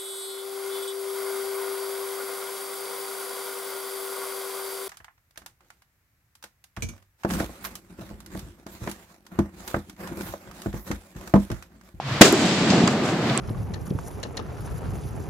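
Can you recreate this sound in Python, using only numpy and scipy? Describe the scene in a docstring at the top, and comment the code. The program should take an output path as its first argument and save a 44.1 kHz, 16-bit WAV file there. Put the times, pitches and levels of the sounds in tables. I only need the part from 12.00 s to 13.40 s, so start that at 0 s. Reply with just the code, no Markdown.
"""A pressurised plastic bottle bursts on a lawn and overloads the microphone.
The freed gas booms, the shell cracks apart and spray hisses out. The surroundings throw the bang
back as separate slaps and a long rolling rumble. Drops tick and patter, a gob of liquid splashes
and a scrap of plastic clatters down, all over a soft bed of outdoor air."""
import sys
import numpy as np
from scipy import signal
from scipy.fft import rfft, irfft
from scipy.io import wavfile

SR = 44100
rng = np.random.default_rng(int(sys.argv[2]) if len(sys.argv) > 2 else 0)


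def store_pcm(level_fs):
    """Save levels as 16-bit WAV."""
    pcm = np.round(np.clip(level_fs, -1, 1) * 32767).astype(np.int16)
    wavfile.write(sys.argv[1], SR, np.atleast_2d(pcm).T)


N = 61739

BURST_S = 0.2108
BOOM_HZ, BOOM_DB, BOOM_T60, BOOM_LEAD_S = 209.2, 20.5, 0.031, 0.001  # the main swing of the freed gas
CRACK_DB, CRACK_RISE_S, CRACK_HOLD_S, CRACK_T60 = 6, 0.0026, 0.01, 0.019
SPRAY_DB, SPRAY_HOLD_S, SPRAY_T60 = -12, 0.05, 0.21
LAWN_DELAY_S, LAWN_GAIN = 0.0029, 0.12
SLAP_RISE_S, SLAP_T60, THUMP_LOW_CUT_HZ = 0.0017, 0.062, 112
TICK_RISE_S, GRIT_GAIN = 0.00022, 0.31
SPLASH_S, SPLASH_DB, SPLASH_T60 = 0.7026, -23.5, 0.13
DROPLETS_PER_S, DROPLET_SPREAD_DB = 2500, 4
START_PING_S, START_PING_HZ, START_PING_DB, START_PING_T60 = 0.00033, 804, -15, 0.018
CLIP_CEILING, CLIP_HARDNESS, HIGH_CUT_HZ = 0.99, 23, 15800

# Tone colours of the noise layers. Each row: frequency in Hz, relative level in dB.
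AIR_EQ = [(25, -26), (60, -2), (130, 13), (400, 0), (1100, 1.5), (2200, -2), (4500, -7), (7800, -20),
          (9500, -29), (12500, -31), (15500, -41)]
DRIZZLE_EQ = [(1000, -10), (4000, 3), (7500, 12.5), (9500, -1), (12500, -8), (15500, -21)]
GRIT_EQ = [(200, -17), (1500, 0), (5000, 8), (8000, -20), (10000, -19), (13000, -23), (16000, -31)]
SPLASH_EQ = [(300, -11), (2000, 0), (5000, 1), (7500, 1), (9500, -33), (16000, -50)]
RUMBLE_EQ = [(25, -42), (60, -27), (120, -7), (190, 0.5), (320, -2.5), (500, -11), (720, -10), (950, -17),
             (2000, -23), (5000, -54), (16000, -84)]
HISS_EQ = [(100, -25), (500, -5), (1200, -3), (2500, 3), (4800, 0.5), (6000, -6), (7500, -4.5),
           (8500, -13.5), (10000, -28), (12500, -47), (15500, -52)]
SLAP_EQ = [(100, -7), (500, -2.5), (1300, 3.5), (2500, -6), (5000, -16), (7500, -22), (10000, -36),
           (16000, -55)]
SPRAY_EQ = [(40, -34), (140, -14), (300, 2), (480, -0.5), (700, -12.5), (950, -12.5), (3000, -16.5),
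            (7500, -16.5), (9500, -27.5), (15500, -38)]
CRACK_EQ = [(40, -35), (200, 0.5), (520, 1.5), (800, -3), (1200, -8), (2100, -2), (3000, -11.5),
            (7000, -10.5), (10000, -26), (16000, -31)]
# Fader rides of the long layers. Each row: time in seconds, level in dB.
AIR_RIDE = [(0, -38), (.04, -36), (.09, -29.5), (.14, -27.5), (.2, -27.5), (.9, -32), (1.08, -28.5),
            (1.19, -31.5), (1.3, -26.5), (1.4, -28.5)]
DRIZZLE_RIDE = [(.22, -38), (.35, -36), (.48, -37), (.6, -54), (.85, -62), (.91, -39.5), (1.02, -66),
                (1.05, -39), (1.1, -42.5), (1.15, -50), (1.4, -52)]
RUMBLE_RIDE = [(.22, -36), (.27, -21.5), (.31, -23.5), (.36, -21.5), (.45, -21), (.55, -24.5), (.67, -19.5),
               (.77, -16.5), (.83, -19.5), (.92, -21.5), (1.02, -24), (1.15, -24.5), (1.26, -24.5),
               (1.4, -26)]
HISS_RIDE = [(.22, -16.5), (.33, -29.5), (.42, -27), (.5, -26.5), (.66, -29), (.72, -26.5), (.8, -29),
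             (.9, -33), (1.0, -41), (1.4, -49)]
# Stereo image of the noise. Each row: frequency in Hz, left-right correlation (1 is mono).
STEREO_LIKENESS = [(25, 0.69), (60, 0.99), (130, 1), (300, 0.98), (700, 0.9), (1400, 0.67), (2800, 0.11),
                   (5600, 0.06), (15000, 0.16)]
# Low swells of air. Each row: centre in seconds, length in seconds, level in dB, pitch in Hz.
AIR_SWELLS = [(0.063, 0.046, -27, 132), (0.125, 0.03, -20.5, 122.8), (1.25, 0.051, -22.5, 125),
              (1.317, 0.033, -20, 132.4)]
# Touchdowns of the plastic scrap. Each row: start in seconds, level in dB.
SCRAP_HITS = [(.8749, -20.5), (0.876, -18.5), (0.8776, -15.5)]
# Modes of the scrap. Each row: pitch in Hz, level in dB relative to the hit, T60 in seconds.
SCRAP_MODES = [(1070, -0.5, 0.025), (1900, -9, 0.0065), (2820, 1, .009), (3300, -5, 0.015),
               (4720, -2, 0.012), (6660, -6.5, 0.012), (7350, 1, 0.0063), (11000, -14, .005)]
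# Drops landing. Each row: start in seconds, level in dB, pitch in Hz, T60 in seconds,
# pan as left minus right in dB.
DROP_TICKS = [(0.3254, -11, 11500, 0.0021, 18.5), (0.326, -8.5, 7200, 0.003, 0),
              (.7026, -10.5, 4650, .005, 10), (1.037, -24.5, 7450, .007, -4),
              (1.2978, -17, 3500, 0.0098, -1), (1.3762, -6, 7900, 0.0033, -14.5)]
# Slaps off the surroundings. Each row: start in seconds, thump level in dB, thump pitch in Hz,
# thump T60 in seconds, crack level in dB.
SLAPS = [(.3272, -5, 370, .045, -24), (.3395, -9, 370, .07, -33), (.433, -17, 300, .07, -32),
         (.62, -15, 265, .08, -36), (.7048, -4, 195, .045, -26), (.7205, -16, 720, .035, -32),
         (.803, -14, 260, .06, -28), (.8365, -2, 190, .05, -33), (.877, -19, 210, .04, -19),
         (1.087, -17, 600, .025, -22), (1.27, -20, 420, .03, -27)]
# Low push and hollow ring of the bang. Each row: pitch in Hz, level in dB, T60 in seconds.
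BANG_MODES = [(56, -19, 0.044), (301.5, -8, 0.22), (478.4, 6, 0.053), (599, 5.5, 0.049)]


def amp(db):
    """Decibels to gain."""
    return 10 ** (np.asarray(db) / 20)


def curve(points):
    """A frequency table read at every FFT bin, on a log-frequency axis."""
    hz, value = np.transpose(points)
    return np.interp(np.log(np.fft.rfftfreq(N, 1 / SR) + 1), np.log(hz + 1), value)


def fader(ride):
    """A fader ride as gain per sample."""
    return amp(np.interp(np.arange(N) / SR, *np.transpose(ride)))


def since(start):
    """Seconds since start, zero before it."""
    return np.maximum(np.arange(N) / SR - start, 0)


def envelope(start, rise, t60, hold=0):
    """Linear attack; from hold seconds after the start, a 60 dB fall every t60 seconds."""
    return np.minimum(since(start) / rise, 1) * amp(-60 * since(start + hold) / t60)


def tone(start, hz, phase=0):
    """A sine that starts swinging at start."""
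    return np.sin(2 * np.pi * hz * since(start) + phase)


def noise(eq):
    """Stereo noise of rms 1, centred in the bass and wide in the treble."""
    mid, side = rfft(rng.standard_normal((2, N)))
    likeness = curve(STEREO_LIKENESS)
    mid, side = mid * np.sqrt(1 + likeness), side * np.sqrt(1 - likeness)
    stereo = irfft(np.array([mid + side, mid - side]) * amp(curve(eq)), N)
    return stereo / stereo.std()


def outdoors():
    """The bed: outdoor air with a few low swells."""
    t = np.arange(N) / SR
    air = noise(AIR_EQ) * fader(AIR_RIDE)
    for centre, length, db, hz in AIR_SWELLS:
        swell = np.exp(-(2 * (t - centre) / length) ** 2)
        air += amp(db) * swell * tone(0, hz, rng.uniform(0, 2 * np.pi))
    return air


def start_ping():
    """A brief ping near 800 Hz at the very start."""
    decay = envelope(START_PING_S, TICK_RISE_S, START_PING_T60)
    return amp(START_PING_DB) * tone(START_PING_S, START_PING_HZ) * decay


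def drizzle():
    """Fine droplets patter on the grass after the burst: tiny clicks that blur into fizz."""
    sizes = amp(DROPLET_SPREAD_DB * np.minimum(rng.exponential(1, (2, N)), 4))
    polarity = rng.choice([-1, 1], (2, N))
    landings = rng.random((2, N)) < DROPLETS_PER_S / SR
    fizz = irfft(rfft(sizes * polarity * landings) * amp(curve(DRIZZLE_EQ)), N)
    return fizz / fizz.std() * fader(DRIZZLE_RIDE) * (since(BURST_S) > 0)


def scrap_clatter():
    """A piece of the shell touches down in quick contacts, each ringing its modes."""
    out = np.zeros((2, N))
    for start, hit_db in SCRAP_HITS:
        for hz, db, t60 in SCRAP_MODES:
            phase = rng.uniform(0, 2 * np.pi) + rng.uniform(0, np.pi, (2, 1))  # per side, for width
            out += amp(hit_db + db) * tone(start, hz, phase) * envelope(start, TICK_RISE_S, t60)
    return out


def falling_drops():
    """Drops tick with a brief, gritty ring; a larger gob splashes."""
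    grit = GRIT_GAIN * noise(GRIT_EQ)
    splash = amp(SPLASH_DB) * noise(SPLASH_EQ) * envelope(SPLASH_S, TICK_RISE_S, SPLASH_T60)
    ticks = np.zeros((2, N))
    for start, db, hz, t60, pan_db in DROP_TICKS:
        ring = tone(start, hz, rng.uniform(0, np.pi, (2, 1)))
        gains = amp([[db + pan_db / 2], [db - pan_db / 2]])
        ticks += gains * (ring + grit) * envelope(start, TICK_RISE_S, t60)
    return splash + ticks


def rolling_tail():
    """The surroundings scatter the bang into a low rumble and a hiss that dies sooner."""
    fade_in = np.minimum(since(BURST_S) / CRACK_RISE_S, 1)
    rumble = noise(RUMBLE_EQ) * fader(RUMBLE_RIDE)
    hiss = noise(HISS_EQ) * fader(HISS_RIDE)
    return fade_in * (rumble + hiss)


def slap_echoes():
    """Each large reflector returns a short thump with a dulled crack."""
    thumps, crack_gain = np.zeros((2, N))
    for start, thump_db, hz, t60, crack_db in SLAPS:
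        thumps += amp(thump_db) * tone(start, hz) * envelope(start, SLAP_RISE_S, t60)
        crack_gain += amp(crack_db) * envelope(start, SLAP_RISE_S, SLAP_T60)
    low_cut = signal.butter(2, THUMP_LOW_CUT_HZ, "high", fs=SR, output="sos")
    return crack_gain * noise(SLAP_EQ) - signal.sosfilt(low_cut, thumps)


def bottle_burst():
    """The freed gas swings heavily; the tearing shell and rushing spray also bounce off the lawn."""
    boom = np.zeros(N)
    for hz, db, t60 in [(BOOM_HZ, BOOM_DB, BOOM_T60), *BANG_MODES]:
        phase = 2 * np.pi * hz * BOOM_LEAD_S  # opening mid-swing makes the shock front
        boom -= amp(db) * tone(BURST_S, hz, phase) * envelope(BURST_S, 2 / SR, t60)
    crack = amp(CRACK_DB) * noise(CRACK_EQ) * envelope(BURST_S, CRACK_RISE_S, CRACK_T60, CRACK_HOLD_S)
    spray = amp(SPRAY_DB) * noise(SPRAY_EQ) * envelope(BURST_S, CRACK_RISE_S, SPRAY_T60, SPRAY_HOLD_S)
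    bounce = LAWN_GAIN * np.roll(crack + spray, round(LAWN_DELAY_S * SR), axis=1)
    return boom + crack + spray + bounce


def scene():
    """The mix: the bang and its reflections, falling debris, the outdoor bed and the ping."""
    bang = bottle_burst() + rolling_tail() + slap_echoes()
    return bang + falling_drops() + scrap_clatter() + drizzle() + outdoors() + start_ping()


def record(dry):
    """The microphone clips on the bang, then a high cut trims the very top."""
    clipped = dry / (1 + abs(dry / CLIP_CEILING) ** CLIP_HARDNESS) ** (1 / CLIP_HARDNESS)
    high_cut = signal.firwin(255, HIGH_CUT_HZ, window=("kaiser", 8), fs=SR)
    return signal.oaconvolve(clipped, high_cut[None], "same")


dry = scene()
out = record(dry)
store_pcm(out)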